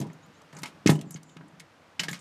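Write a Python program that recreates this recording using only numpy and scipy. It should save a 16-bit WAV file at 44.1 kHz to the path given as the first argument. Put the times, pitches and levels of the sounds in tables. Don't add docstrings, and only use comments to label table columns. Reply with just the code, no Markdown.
import sys
import numpy as np
from scipy import signal
from scipy.fft import rfft, irfft
from scipy.io import wavfile

SR = 44100
rng = np.random.default_rng(int(sys.argv[2]) if len(sys.argv) > 2 else 0)


def boost(x):
    u = np.asarray(x, float) / 20
    return 10 ** u


def persist_wave(psi):
    counts = np.round(np.clip(psi, -1, 1) * 32767).astype(np.int16)
    wavfile.write(sys.argv[1], SR, np.atleast_2d(counts).T)


N = 97328

# f/Hz, relative level/dB, t60/s
PLANK_MODES = [(138.2, -5.5, 0.05), (155, -2.5, 0.32), (171.8, 1.5, 0.12), (205.5, -9, 0.24),
               (255.5, -4, 0.089), (290, -4.5, 0.091), (324.2, -3.5, 0.063), (365, -13.5, 0.1),
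               (411, -7, .07), (558, -8, 0.066), (666, -4.5, 0.041), (820, -9, 0.11), (970, -1, 0.035)]


def rms_one(x):
    return x / np.sqrt(np.mean(x ** 2) + 1e-20)


def in_time(rows):
    return np.interp(np.arange(N) / SR, *np.transpose(rows))


def ring(clicks, hz, t60_s):
    radius = boost(-60 / (t60_s * SR))
    w = 2 * np.pi * hz / SR
    poles = [1, -2 * radius * np.cos(w), radius ** 2]
    return signal.lfilter([0, np.sin(w)], poles, clicks + 1e-18)


def band(x, hz, octaves):
    edges_hz = hz * 2 ** (np.array([-.5, .5]) * octaves)
    edges_hz = np.clip(edges_hz, 20, [.4 * SR, .45 * SR])
    return signal.sosfilt(signal.butter(2, edges_hz, "band", fs=SR, output="sos"), x)


def hush():
    # f/Hz, relative density/dB
    spectrum = [(24, -71), (40, -22), (87, -4.5), (219, -5.5), (335, -3), (361, -11.5), (475, -5),
                (1030, -8), (1200, -7), (6380, -25.5), (15700, -43)]
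    # t/s, gain/dB
    swell = [(0, -4.5), (.5, -3.5), (.75, -3), (1.2, -7.5), (1.6, -5.5), (2.21, -4.5)]
    base_db = -53
    hz, db = np.transpose(spectrum)
    f_hz = np.arange(N // 2 + 1) * SR / N + 1
    gain = boost(np.interp(np.log(f_hz), np.log(hz), db))
    noise = irfft(rfft(rng.standard_normal(N)) * gain, N)
    return boost(base_db + in_time(swell)) * rms_one(noise)


def birds():
    # t/s, length/s, start f/Hz, end f/Hz, peak level/dB, rms tremble/Hz
    notes = [(0.218, .045, 6300, 7300, -63, 90), (.225, .03, 3700, 4070, -68, 60),
             (.33, 0.081, 5900, 7260, -68, 90), (.335, .03, 6850, 7500, -70, 60),
             (0.339, 0.046, 3460, 4300, -68, 60), (1.048, 0.08, 7500, 6660, -65.5, 350),
             (1.243, 0.12, 7300, 6800, -63, 402)]
    out, t = np.zeros(N), np.arange(N) / SR
    tremble = rms_one(band(rng.standard_normal(N), 150, 2.7))
    for start_s, length_s, start_hz, end_hz, db, tremble_hz in notes:
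        progress = np.clip((t - start_s) / length_s, 0, 1)
        pitch_hz = start_hz + (end_hz - start_hz) * progress + tremble_hz * tremble
        tone = np.sin(2 * np.pi * np.cumsum(pitch_hz) / SR)
        out += boost(db) * np.sin(np.pi * progress) * tone
    return out


def outdoors(x):
    scatter_db, start_s, t60_s, cut_hz = -11.5, 0.0025, 0.13, 1670
    t = np.arange(SR // 4) / SR
    tail = rng.standard_normal(len(t)) * boost(-60 * t / t60_s) * (t > start_s)
    tail = signal.sosfilt(signal.butter(1, cut_hz, fs=SR, output="sos"), tail)
    tail = tail / np.sqrt(np.sum(tail ** 2))
    return x + boost(scatter_db) * signal.fftconvolve(x, tail)[:N]


def metal():
    # t/s, level/dB, centre f/Hz, width/octaves, chatter t60/s, relative ring level/dB
    clacks = [(.001, -39.5, 5700, 2.2, 0.034, -3), (.012, -42, 3300, 2.75, 0.088, -19),
              (.066, -57, 3440, 2.4, 0.066, -15), (0.099, -57, 1980, 1.2, 0.036, 1),
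              (.130, -59.5, 6500, 2.2, 0.047, -5), (0.261, -63, 8000, 1.8, .03, -14),
              (0.411, -55, 1000, 1.5, 0.068, -17), (0.417, -50, 5840, 1.1, 0.017, -23),
              (0.527, -50, 1820, 3.4, 0.056, -2), (.534, -59, 5000, 4.5, 0.024, 1),
              (.548, -55.5, 7900, 0.57, 0.043, -5), (0.541, -51, 786, 1.6, 0.38, -15),
              (.565, -47, 1490, 1.15, 0.11, -6), (0.566, -46, 5840, 0.97, 0.058, -1.5),
              (0.585, -46.5, 6500, 1.25, 0.076, -15), (.618, -46, 9000, 6.4, 0.035, -7),
              (.632, -29.5, 3260, 2.55, 0.038, -26), (0.633, -41, 2320, 1.8, 0.13, 5),
              (.636, -38, 980, 1.1, .08, -18), (.656, -43, 2500, 3.1, 0.13, 3),
              (.675, -51.5, 3000, 3.2, 0.062, -9), (0.861, -26.5, 2600, 2.35, 0.12, -8),
              (.873, -12, 4870, 0.87, 0.014, -17.5), (.873, -17.5, 2300, 1.5, .018, -6),
              (.879, -33.5, 2500, 4.5, 0.12, -21), (.894, -22, 1800, 2.5, 0.059, -5),
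              (.899, -28.5, 3400, 3.6, 0.083, -16), (.897, -36.5, 7200, 0.52, 0.19, -6),
              (.953, -44.5, 3200, 3.1, 0.054, -6), (0.99, -46.5, 3070, 2.4, 0.032, -7),
              (1.011, -39.5, 4340, 2.2, 0.039, -28), (1.107, -35.5, 8600, 1.3, 0.022, -8),
              (1.118, -50, 7400, 0.58, 0.12, -9), (1.142, -46, 6200, 0.87, 0.029, 2),
              (1.158, -43.5, 1490, 3.3, 0.057, -9), (1.171, -55, 4060, 3, 0.032, -13),
              (1.231, -43.5, 4400, 2.4, 0.017, -15), (1.232, -63, 7440, 0.84, 0.044, 0.5),
              (1.293, -56.5, 3460, 2.1, 0.04, -1), (1.367, -43.5, 1480, 3.2, .03, -9.5),
              (1.368, -56, 2460, 1.4, 0.022, 1.5), (1.41, -48.5, 1500, 1.2, 0.031, -15),
              (1.481, -57.5, 8500, 0.47, 0.026, -9), (1.597, -42.5, 4640, 1.9, 0.051, -2.5),
              (1.601, -51, 2200, 2.3, 0.028, 1.5), (1.994, -22.5, 3000, 1.57, 0.048, -8.5),
              (1.996, -30, 5030, 0.77, 0.079, 9), (1.997, -33.5, 1300, 3.2, 0.075, -4.5),
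              (1.998, -47, 6700, 2.7, 0.17, 5), (2.033, -29, 2220, 3.1, 0.069, -6),
              (2.083, -29.5, 1790, 3.1, 0.048, -2.5), (2.088, -42, 3680, 2.8, 0.15, 5.5),
              (2.092, -46.5, 1300, 0.86, 0.071, 1.5), (2.112, -42.5, 7400, 2.3, 0.049, -2),
              (2.129, -34.5, 2080, 3.8, 0.062, -5), (2.140, -43, 2500, 2.56, 0.17, -3),
              (2.190, -53.5, 6900, 0.77, 0.06, -8.5)]
    # f/Hz, relative level/dB, t60/s
    frame_modes = [(1300, 5.5, 0.031), (1790, 10, 0.022), (2177, 11.5, 0.02), (2500, 3, 0.029),
                   (3000, 16, 0.015), (3500, -5.5, 0.028), (3720, -1, 0.045), (5030, -5.5, .025),
                   (6260, 14.5, 0.014), (6500, -1, 0.026), (6800, 4, 0.047), (7400, 3, 0.046),
                   (8000, -5, .03), (9300, -23, .03)]
    chatter_attack_s, spike_db, rattle_db = 0.00093, 1.5, 2.5
    ring_attack_s, ring_gain_db, ring_scatter_db, ring_roughness = 0.0012, 2.5, 0.5, 0.54
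    focus_octaves, far_modes_share = 0.16, 0.094

    t = np.arange(SR // 5) / SR
    out = np.zeros(N + len(t))
    noises = rng.standard_normal((len(clacks), len(t)))
    touch_sizes = rng.exponential(1, (len(clacks), len(t)))
    scatter_db = rng.standard_normal((len(clacks), len(frame_modes))) * ring_scatter_db

    mode_hz, mode_db, mode_t60_s = np.transpose(frame_modes)[:, :, None]
    mode_envelope = (1 - np.exp(-t / ring_attack_s)) ** 2 * boost(mode_db - 60 * t / mode_t60_s)
    modes = mode_envelope * np.sin(2 * np.pi * mode_hz * t)

    for row, noise, sizes, odd_db in zip(clacks, noises, touch_sizes, scatter_db):
        start_s, db, hz, octaves, t60_s, ring_db = row
        envelope = (1 - np.exp(-t / chatter_attack_s)) * boost(-60 * t / t60_s)
        clumps = np.minimum(t / 0.004, 1) * rms_one(band(sizes - 1, 260, 3.03))
        spikes = boost(spike_db * np.minimum(sizes, 5))
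        rough_noise = noise * boost(rattle_db * clumps) * spikes
        chatter = envelope * rms_one(band(rough_noise, hz, octaves))

        distance_octaves = np.log2(mode_hz[:, 0] / hz)
        nearness = far_modes_share + np.exp(-.5 * (distance_octaves / focus_octaves) ** 2)
        mode_gain = nearness * boost(ring_db + odd_db)
        wobble = 1 + ring_roughness * rms_one(band(noise, 156, 1.8))
        ringing = boost(ring_gain_db) * wobble * (mode_gain @ modes)
        i = int(start_s * SR)
        out[i:i + len(t)] += boost(db) * (chatter + ringing)
    return out[:N]


def plank_rumble():
    # t/s, level/dB
    roll = [(0, -23), (.09, -38.5), (.2, -54), (.3, -59), (.5, -72), (.55, -49.5), (.7, -50), (.83, -59),
            (.93, -23.5), (1.05, -42), (1.2, -54), (1.33, -52), (1.45, -48), (1.6, -58), (1.7, -80),
            (1.98, -62), (2.02, -39.5), (2.15, -48), (2.21, -54)]
    bumps_per_s, tilt_db_per_octave = 150, -3.5
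    bumps = rng.standard_normal(N) * (rng.random(N) < bumps_per_s / SR)
    bumps = signal.lfilter([1], [1, -.85], bumps)
    rumble = np.zeros(N)
    for k, (hz, db, t60_s) in enumerate(PLANK_MODES):
        shifted = np.roll(bumps, 97 * k * k)
        gain = boost(db + tilt_db_per_octave * np.log2(hz / 200))
        rumble += gain * ring(shifted, hz, t60_s)
    return boost(in_time(roll)) * rms_one(rumble)


def plank_thuds():
    # t/s, relative level/dB, favoured f/Hz, fall-off one octave away/dB, contact length/s
    thuds = [(.001, -22.5, 175, 8, .002), (.030, -30, 202, 2, 0.0016), (.058, -29, 180, 6, 0.0017),
             (.075, -35.5, 160, 14, 0.003), (.531, -47, 300, -6, 0.0015), (.632, -34, 200, 3, 0.0009),
             (.859, -3.5, 299, 14, 0.0019), (.868, -8, 275, 8, 0.0038), (.893, -6.5, 196, 1.5, 0.00047),
             (.920, -15.5, 290, 4, 0.00088), (1.000, -32.5, 282, 14, 0.00059), (1.012, -37, 174, 0, 0.0019),
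             (1.065, -32, 165, 16, 0.0016), (1.149, -31.5, 172, 11, 0.00047), (1.364, -38, 207, 14, 0.0011),
             (1.408, -42, 270, -1, 0.00078), (1.995, -34, 197, 15, 0.00052), (2.034, -43, 200, 3, 0.00077),
             (2.084, -32, 199, 10, .001), (2.112, -30, 165, 9, 0.0023), (2.125, -37.5, 170, 12, .002)]
    t = np.arange(SR // 100) / SR
    out = np.zeros(N)
    for hz, mode_db, t60_s in PLANK_MODES:
        force = np.zeros(N + len(t))
        for start_s, db, best_hz, fall_db, contact_s in thuds:
            push = np.sin(np.pi * np.minimum(t / contact_s, 1)) ** 2
            push_db = db + mode_db - fall_db * np.log2(hz / best_hz) ** 2
            i = int(start_s * SR)
            force[i:i + len(t)] -= push / push.sum() * boost(push_db)
        out += ring(force[:N], hz, t60_s)
    return out / 2


def planks():
    low_hz, deep_leak_db = 136.3, -23
    motion = plank_thuds() + plank_rumble()
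    radiated = signal.sosfilt(signal.butter(4, low_hz, "high", fs=SR, output="sos"), motion)
    return radiated + boost(deep_leak_db) * motion


def scene():
    return (hush() + birds() + outdoors(metal()) + planks())[None]


def low_pass(x):
    return signal.sosfilt(signal.butter(12, 15840, fs=SR, output="sos"), x)


def record(dry):
    low_hz, stop_hz = 49, 16100
    mix = signal.sosfilt(signal.butter(2, low_hz, "high", fs=SR, output="sos"), dry)
    mix = signal.sosfilt(signal.cheby2(12, 60, stop_hz, fs=SR, output="sos"), mix)
    return low_pass(mix)


dry = scene()
out = record(dry)
persist_wave(out)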